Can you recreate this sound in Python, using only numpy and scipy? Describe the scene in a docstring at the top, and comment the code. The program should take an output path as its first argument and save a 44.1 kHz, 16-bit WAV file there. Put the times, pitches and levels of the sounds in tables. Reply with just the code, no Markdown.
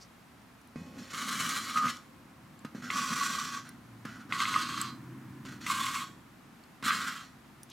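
"""Five gritty scrapes, with knocks and one short squeal, sound from a steel fire bowl outdoors.
A wooden stick thuds onto a clay bead and rubs until it breaks loose. The bead then chatters across
the rusty steel and grinds rust grit, and the bowl rings under it.
Charcoal ticks, the air rushes softly, and a far engine swells and fades."""
import sys
import numpy as np
from scipy import signal
from scipy.fft import rfft, irfft, next_fast_len
from scipy.io import wavfile
from scipy.ndimage import uniform_filter1d

SR = 44100
rng = np.random.default_rng(int(sys.argv[2]) if len(sys.argv) > 2 else 0)


def to_wav(sig):
    """Store sig (one row per channel, or 1-D mono) as 16-bit WAV at the path in sys.argv[1].

    Samples outside -1..1 are clipped; the rate is SR.
    """
    pcm = np.clip(np.atleast_2d(sig), -1, 1) * 32767
    pcm = np.round(pcm).astype(np.int16)
    wavfile.write(sys.argv[1], SR, pcm.T)  # frames by channels


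N = 340679

# The bowl's modes, the tones it rings at. Each row: pitch in Hz, relative level in dB.
BOWL_MODES = [(1062, 3), (1118, 2), (1178, -2), (1254, 14), (1318, 3), (1389, 4), (1467, 10), (1569, 9.5),
              (1688, 4), (1908, 7), (1981, 8), (2167, 8), (2320, 5), (2503, 4), (2737, 10), (2972, 8),
              (3203, 9), (3437, 4), (3784, 5), (3943, 5), (4070, 11), (4212, 6), (4355, 8), (4673, 8),
              (4861, 5), (4974, 9), (5329, 12), (5682, 5), (6024, 7), (6409, 5)]
# The stick lands on a bead. Each row: start in seconds, level in dB, relative scuff level in dB.
THUDS = [(0.758, -32, -10.5), (0.967, -43, -5), (1.137, -39, 3), (2.648, -32, -4.5), (2.748, -34, -9),
         (4.052, -34, 1), (4.293, -44, -3), (5.451, -46, 6), (6.826, -39.5, 7)]


def strokes(modes, chatter_db=-5, grit_db=-3.5, rumble_db=-2, slip_db=-3, easing_db_per_s=2.5):
    """The stick pushes five beads; its effort drives chatter, grit and rumble, and the bowl rings."""
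    # Each row: start, fastest moment and stop in seconds; then, in dB, relative level, rise before the
    # fastest moment, sag after it, extra chatter, extra rumble.
    pushes = [(1.131, 1.5, 1.953, -37, 7.5, 13.5, 0.1, -5), (2.904, 3.284, 3.58, -37, 5, 9, 1.2, -6.5),
              (4.321, 4.614, 4.889, -39, 4, 10.5, 4, -6.5), (5.662, 5.702, 6.018, -37, 2, 5.5, 4, -10),
              (6.836, 6.863, 7.194, -36.5, 10, 14, 5.5, -4)]
    # How each bead meets the steel. Each row: chatter pitch and width in Hz, gain of the strongest
    # bowl mode in dB, grit pitch in Hz, gain at that pitch in dB, dust gain in dB.
    contacts = [(1169, 137, -4, 2000, -6.5, 1.5), (1130, 51, -9, 5870, -4, 0),
                (1141, 100, -7.5, 4270, -7, -1), (1094, 80, -6.5, 4200, -4, 1.5),
                (1234, 370, -8, 4200, -10, 3)]
    # A caught bead jumps free. Each row: start in seconds, relative level in dB.
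    slips = [(1.761, -28), (1.776, -22), (2.9618, -37), (2.9937, -41), (4.4207, -25), (4.5590, -23.5),
             (5.9557, -28), (6.9057, -23.5)]
    out, t = np.zeros((2, N)), np.arange(N) / SR
    rough = catches()
    for row, contact in zip(pushes, contacts):
        start, fastest, stop, db, rise_db, sag_db, extra_chatter_db, extra_rumble_db = row
        hz, width_hz, strongest_db = contact[:3]
        pace = effort(start, fastest, stop, rise_db, sag_db)
        chatter_gain, grit_gain, rumble_gain = undb(db) * pace * rough
        chatter_gain *= undb(chatter_db + extra_chatter_db)
        grit_gain *= undb(grit_db)
        easing_db = -easing_db_per_s * (t - fastest)  # the hand eases off
        rumble_gain *= undb(rumble_db + extra_rumble_db + easing_db)
        force, rumble = scrape(chatter_gain, grit_gain, rumble_gain, contact, pace)
        for s, jump_db in slips:
            if start <= s <= stop:
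                jump = resonate(pulse(0.00048), hz, width_hz=380)
                add(force, s, chatter(jump, hz, width_hz), jump_db + slip_db)
        out += bowl(force, modes, strongest_db) + rumble
    return out


def effort(start, fastest, stop, rise_db, sag_db, attack_s=0.0025, stop_db_per_s=281):
    """Loudness of one push: the bead breaks loose, speeds up, slows and comes to rest."""
    t = np.arange(N) / SR
    before = np.clip((fastest - t) / max(fastest - start, attack_s), 0, 1)
    after = np.clip((t - fastest) / (stop - fastest), 0, 1)
    db = -rise_db * before ** 2 - sag_db * after ** 1.17  # a power above 1 holds the speed a while
    db -= stop_db_per_s * np.maximum(t - stop, 0)
    return np.clip((t - start) / attack_s, 0, 1) * undb(db) * (t < stop + .5)


def catches():
    """The bead catches on rough patches, which changes how loud chatter, grit and rumble are."""
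    # Each row: middle and half length in seconds, then change of chatter, grit and rumble in dB.
    patches = [(1.779, 0.019, 16, 9, 13), (1.858, 0.035, 16.5, 4, 18), (1.899, 0.015, 6, 12.5, 10),
               (2.983, 0.025, 9, 3, 6), (3.121, .025, 5.5, 0.5, 4.5), (3.215, 0.01, 5, 0.5, -4),
               (3.396, 0.013, 7, 2, -2), (3.573, 0.0071, 8.5, 1, 3), (4.42, 0.021, 4.5, 5.5, 1),
               (4.561, 0.027, 8, 0, 2), (4.814, 0.043, 6.5, 7.5, -6), (5.962, 0.026, 2, 5.5, -5),
               (6.855, 0.016, -1.5, 3.5, 2.5), (6.902, 0.017, 5, -8, -7)]
    db, t = np.zeros((3, N)), np.arange(N) / SR
    for middle, half_s, *change_db in patches:
        bump = np.exp(-np.minimum(((t - middle) / half_s) ** 2, 20))
        db += np.outer(change_db, bump)
    return undb(db)


def scrape(chatter_gain, grit_gain, rumble_gain, contact, pace=1, uneven_db=1.62):
    """Tiny slips shake bead and stick while rust crunches; gives the force on the bowl and a rumble."""
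    # Tone of the fine dust and of the stick. Each row: frequency in Hz, level in dB.
    dust_tone = [(6000, -22), (8000, 3), (10500, 2)]
    stick_tone = [(40, -42), (110, -10), (160, -3), (250, 5), (310, -10), (400, -15.5), (600, -18),
                  (900, -24), (2500, -76)]
    hz, width_hz, _, grit_hz, peak_db, dust_db = contact
    slips = grains(rate=1400, spread_db=1.14)
    grit = crunch(grit_hz, peak_db)
    dust_gain = undb(dust_db) * pace ** 0.3  # a fast bead sounds brighter
    grit = grit + colour(grit, dust_tone) * (dust_gain - 1)
    force = unit(chatter(slips, hz, width_hz)) * chatter_gain + grit * grit_gain
    force *= undb(uneven_db * wander(70))  # the grip varies with the rust underneath
    return force, unit(colour(slips, stick_tone)) * rumble_gain


def chatter(force, hz, width_hz, edge_hz=1065):
    """The bead bounces on its stiff contact; the steel gives off little sound below edge_hz."""
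    low_cut = signal.butter(8, edge_hz, "high", fs=SR, output="sos")
    return signal.sosfilt(low_cut, resonate(force, hz, width_hz))


def crunch(pitch_hz, peak_db, echo_db=-8, echo_samples=400):
    """Rust grains break under the clay; each crack echoes in the bead for a few milliseconds."""
    # Tone of the grit. Each row: frequency in Hz, level in dB.
    grit_tone = [(300, -36), (900, -5), (1500, 5.5), (2100, 4.5), (2400, 4), (3300, 3.5), (5000, -1),
                 (7500, 2), (9000, -4.5), (12500, -10.5), (16000, -17)]
    cracks = colour(grains(rate=4000, spread_db=0), grit_tone)
    echo = rng.standard_normal(echo_samples) * np.linspace(1, 0, echo_samples) ** 2
    cracks = cracks + undb(echo_db) * signal.oaconvolve(cracks, echo / np.linalg.norm(echo))[:N]
    return unit(cracks + undb(peak_db) * resonate(cracks, pitch_hz, width_hz=490))


def bowl_modes(ring_db=4, t60_s=0.22, fine_count=130, fine_db=3, fine_t60_s=0.45):
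    """The steel rings at its main modes and many weak high ones; t60 is the time to fade by 60 dB."""
    t = np.arange(SR // 2) / SR
    main_hz, main_db = np.transpose(BOWL_MODES)
    hz = np.r_[main_hz, rng.uniform(3000, 14000, fine_count)]
    db = np.r_[main_db + ring_db, np.full(fine_count, fine_db)]
    decay = np.log(1000) / np.r_[np.full(len(main_hz), t60_s), np.full(fine_count, fine_t60_s)]
    gain = undb(db) * 2 * decay / SR
    return hz, gain[:, None] * np.exp(-np.outer(decay, t)) * np.cos(2 * np.pi * np.outer(hz, t))


def bowl(force, modes, strongest_db, spread=0.33, hop=8192):
    """The contact's own sound plus the ringing steel; each new spot on the bowl favours other modes."""
    hz, rings = modes
    strongest = np.argmax(np.array(BOWL_MODES)[:, 1])
    fineness = np.minimum(hz / 4000, 1)  # high modes vary most with spot and direction
    ears = widen(0.82, spread * fineness * rng.choice([-1, 1], len(hz)))
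    out = widen(force, 0)
    for i in range(0, N - 2 * hop, hop):
        spot = force[i:i + 2 * hop] * np.hanning(2 * hop)
        db = 2.5 * fineness * rng.standard_normal(len(hz)).clip(-2, 2)
        db[strongest] = strongest_db
        if spot.any():
            response = (undb(db) * ears) @ rings
            ring = signal.fftconvolve(spot[None], response, axes=1)[:, :N - i]
            out[:, i:i + ring.shape[1]] += ring
    return out


def knocks(modes, scuff_db=-3, scuff_s=0.0095, clack_db=2):
    """Wood thuds softly on clay with a scuff of grit, and rocking beads clack hard on the steel."""
    # Each row: start of a clack in seconds, relative level in dB.
    clacks = [(1.138, -40), (1.773, -27), (1.882, -27), (2.9029, -21.5), (4.05, -45), (4.324, -20),
              (4.4035, -22), (4.4542, -23), (4.492, -34), (4.5414, -24), (5.6659, -26), (5.8674, -28.5),
              (6.8256, -39), (6.9063, -24)]
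    # Modes of stick on bead and of bead on steel. Each row: pitch in Hz, width in Hz, gain in dB.
    thud_modes = [(155, 18, -2), (226, 74, -4.5), (470, 190, -12)]
    clack_modes = [(1240, 130, 9.5), (2090, 61, 16.5), (2470, 330, 6), (3400, 570, 1), (4300, 210, -23)]
    force, t = np.zeros(N), np.arange(SR // 5) / SR
    soft_hit = resonate(pulse(0.00096), hz=236, width_hz=118)
    thud = sum(undb(db) * resonate(soft_hit, hz, width) for hz, width, db in thud_modes)
    for s, db, extra_db in THUDS:
        add(force, s, thud, db)
        scuff = rng.standard_normal(len(t)) * np.exp(-t / scuff_s)
        add(force, s, chatter(scuff, hz=960, width_hz=510), db + extra_db + scuff_db)
    hard_hit = np.gradient(pulse(0.00041))
    clack = sum(undb(db) * resonate(hard_hit, hz, width) for hz, width, db in clack_modes)
    for s, db in clacks:
        add(force, s, clack, db + clack_db)
    return bowl(force, modes, strongest_db=-5)


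def squeal(hz=1243, db=-26, rough_db=1, jitter=0.0202):
    """The first bead grips and slips in step with the strongest bowl mode: a rough, wavering tone."""
    phase = 2 * np.pi * hz * np.cumsum(1 + jitter * wander(300)) / SR
    tone = unit(np.sin(phase) * undb(rough_db * wander(220)))
    shape = held(start_s=1.755, length_s=0.115, sag_db=6, attack_s=0.0055, release_s=0.0076)
    return tone * undb(db) * shape


def touches(modes, chatter_db=-5, grit_db=-2, rumble_db=-2):
    """The stick rubs lightly on a bead that stays put."""
    # Each row: start and length in seconds, then relative levels of chatter, grit and rumble in dB.
    rubs = [(0.759, 0.19, -76, -63.5, -46), (0.951, 0.072, -76, -67, -46), (0.976, 0.14, -66, -54.5, -56),
            (1.096, 0.02, -53, -50, -53), (2.746, 0.055, -56.5, -57.5, -44),
            (2.817, 0.14, -47.5, -51.5, -46.5), (3.644, 0.027, -51, -54.5, -69),
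            (4.061, 0.15, -52.5, -60, -50), (4.295, 0.041, -45.5, -61, -43),
            (5.446, .09, -53.5, -53, -48.5), (5.603, 0.062, -53.5, -50.5, -57),
            (7.223, 0.029, -56, -54.5, -75)]
    # How wood meets clay: one row with the same columns as the contacts in strokes().
    wood_contact = (1398, 300, -7, 4600, -9, -2.5)
    gains = np.zeros((3, N))
    for s, length_s, *db in rubs:
        gains += np.outer(undb(db), held(s, length_s, sag_db=2, attack_s=0.0096, release_s=0.022))
    chatter_gain, grit_gain, rumble_gain = gains
    force, rumble = scrape(chatter_gain * undb(chatter_db), grit_gain * undb(grit_db),
                           rumble_gain * undb(rumble_db), wood_contact)
    touching = grit_gain > 1e-6
    return bowl(force * touching, modes, strongest_db=wood_contact[2]) + rumble


def long_tones():
    """The stick's first thud also meets the steel and leaves the whole bowl singing."""
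    # Each row: pitch in Hz, level in dB, seconds to fade by 60 dB.
    tones = [(86.3, -52, 1.2), (166, -44.5, 0.57), (434, -79, 1.2), (530, -62.5, 11.4), (836, -65, 4),
             (1087, -61, 10), (2520, -59, 1)]
    t = np.maximum(np.arange(N) / SR - THUDS[0][0], 0)
    return sum(undb(db - 60 * t / t60) * np.sin(2 * np.pi * hz * t) for hz, db, t60 in tones)


def ticks(crack_s=0.0017, tail_s=0.012, tail_db=-20):
    """Charcoal and grit crack, and each crumb rings briefly at its own pitch."""
    # Each row: start in seconds, level in dB, pitch in Hz.
    cracks = [(0.4179, -56, 5640), (0.615, -54, 9580), (0.6739, -52, 9550), (0.6838, -58, 4010),
              (1.4922, -24.5, 6200), (1.9688, -36.5, 5640), (2.5915, -48, 7300), (3.691, -36.5, 9300),
              (4.7645, -40, 4100), (4.814, -17.5, 7680), (6.6375, -48, 4440), (7.632, -36.5, 9960),
              (7.7007, -41, 6270)]
    # A crumb's modes. 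Each row: multiple of its pitch, gain in dB.
    crumb_modes = [(.6, -2.5), (1, 3), (1.5, -6)]
    out, t = np.zeros(N), np.arange(SR // 20) / SR
    fade = np.exp(-t / crack_s) + undb(tail_db) * np.exp(-t / tail_s)
    for s, db, hz in cracks:
        crack = rng.standard_normal(len(t)) * fade
        clink = sum(undb(gain) * resonate(crack, hz * ratio, 450) for ratio, gain in crumb_modes)
        add(out, s, clink, db)
    return out


def rustles(length_s=0.024, width_hz=2500):
    """Fine dry grains rustle in brief, faint swells."""
    # Each row: middle in seconds, level in dB, pitch in Hz.
    swells = [(0.025, -55.5, 5200), (7.724, -52, 3630)]
    out, t = np.zeros(N), np.arange(N) / SR
    crackle = grains(rate=3000, spread_db=1)
    for middle, db, hz in swells:
        rustle = unit(resonate(resonate(crackle, hz, width_hz), hz, width_hz))
        out += rustle * undb(db) * np.exp(-((t - middle) / length_s) ** 2)
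    return out


def far_engine(octave_db=-9, side_db=-19.5):
    """A far engine hums at its firing rate and roars as it slowly gathers speed."""
    # Each row: time in seconds, firing rate in Hz, hum level in dB, roar level in dB.
    course = [(0, 111.5, -70, -65), (3.75, 113.7, -75, -53), (3.862, 117, -54.5, -57),
              (4.5, 120, -60, -49.5), (4.8, 125, -52.5, -46.5), (5.4, 131, -49, -49), (5.8, 131, -71, -48),
              (6.4, 130, -84, -59), (7.73, 130.6, -62, -59.5)]
    # Tone of the roar. Each row: frequency in Hz, level in dB.
    roar_tone = [(40, -36), (90, -8), (130, 0.5), (175, -2.5), (228, 2), (330, -3), (420, -21.5),
                 (750, -33.5), (1000, -15), (1800, -22), (4000, -42)]
    s, hz, hum_db, roar_db = np.transpose(course)
    firing_hz = np.interp(np.arange(N) / SR, s, hz) * (1 + 0.0089 * wander(11))
    phase = 2 * np.pi * np.cumsum(firing_hz) / SR
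    hum = unit(np.sin(phase) + undb(octave_db) * np.sin(2 * phase)) * undb(2 * wander(9))
    roar = widen(noise(roar_tone), undb(side_db) * noise(roar_tone))
    return hum * swell(s, hum_db) + roar * swell(s, roar_db)


def outdoor_air(db=-58.5):
    """A soft, wide rush of air whose level wavers slightly."""
    # Tone of the air. Each row: frequency in Hz, level in dB.
    air_tone = [(15, -51), (25, -36), (53, -0.5), (263, 3), (301, -9), (354, -3), (516, -8.5), (714, -4.5),
                (863, -5.5), (1130, -4.5), (2110, -10), (3160, -15.5), (6050, -21), (14400, -25),
                (16000, -37)]
    # Its stereo width. Each row: frequency in Hz, side level over mid level in dB.
    air_width = [(60, -18), (200, -6.5), (700, -4), (1300, -5.5), (4400, -3.5), (15000, -11.5)]
    mid, side = noise(air_tone), colour(noise(air_tone), air_width)
    return widen(mid, side) * undb(db + 0.29 * wander(5))


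def undb(db):
    """Turn decibels into a gain."""
    return 10 ** (np.asarray(db) / 20)


def unit(x):
    """Scale to an average (rms) level of 1."""
    return x / np.sqrt(np.mean(x ** 2))


def swell(s, db):
    """Loudness curve through points in seconds and dB, silent outside them."""
    t = np.arange(N) / SR
    gate = np.interp(t, [s[0] - .004, s[0], s[-1], s[-1] + .012], [0, 1, 1, 0])
    return gate * undb(np.interp(t, s, db))


def held(start_s, length_s, sag_db, attack_s, release_s):
    """Loudness curve that rises, sags while it is held, then dies away."""
    t = np.arange(N) / SR - start_s
    rise = np.clip(t / attack_s, 0, 1)
    sag = undb(-sag_db * np.clip(t / length_s, 0, 1))
    return rise * sag * np.exp(-np.maximum(t - length_s, 0) / release_s)


def colour(x, points):
    """Shape a sound's tone with a curve through points in Hz and dB."""
    hz, db = np.transpose(points)
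    size = next_fast_len(len(x))
    f = np.maximum(np.fft.rfftfreq(size, 1 / SR), 1)
    gain = undb(np.interp(np.log(f), np.log(hz), db))
    return irfft(rfft(x, size) * gain, size)[:len(x)]


def noise(tone):
    """Steady noise with the given tone."""
    return unit(colour(rng.standard_normal(N), tone))


def resonate(x, hz, width_hz):
    """Let a sound ring in one band around hz."""
    return signal.lfilter(*signal.iirpeak(min(hz, SR / 2 - 1000), hz / width_hz, fs=SR), x)


def wander(rate):
    """Smooth random drift of size near 1, with rate new values a second."""
    size = int(SR / rate)
    steps = np.repeat(rng.standard_normal(N // size + 1), size)
    return unit(uniform_filter1d(steps, size))[:N]


def grains(rate, spread_db):
    """Tiny random hits, about rate a second; spread_db makes a few of them stronger."""
    size = undb(spread_db * np.minimum(rng.exponential(size=N), 4))
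    return unit((rng.random(N) < rate / SR) * size * rng.choice([-1, 1], N))


def pulse(length_s):
    """The smooth bump of force from one hit, then silence."""
    t = np.arange(SR // 5) / SR
    return np.sin(np.pi * np.minimum(t / length_s, 1)) ** 2


def add(track, s, sound, db):
    """Mix a short sound in at s seconds with its peak at db."""
    i = int(s * SR)
    track[i:i + len(sound)] += (undb(db) * sound / np.abs(sound).max())[:N - i]


def widen(mid, side):
    """Make left and right from what they share (mid) and what sets them apart (side)."""
    return np.array([mid + side, mid - side])


def scene(pan_db=-0.83):
    """The beads in the bowl, slightly to the right, over the quiet outdoor sounds."""
    modes = bowl_modes()
    beads = strokes(modes) + touches(modes) + knocks(modes) + squeal()
    beads *= undb([[pan_db / 2], [-pan_db / 2]])
    return beads + long_tones() + ticks() + rustles() + far_engine() + outdoor_air()


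def record(dry, top_hz=16000):
    """The microphone cuts off the sound above top_hz."""
    return signal.sosfilt(signal.ellip(10, .2, 80, top_hz, fs=SR, output="sos"), dry)


dry = scene()
out = record(dry)
to_wav(out)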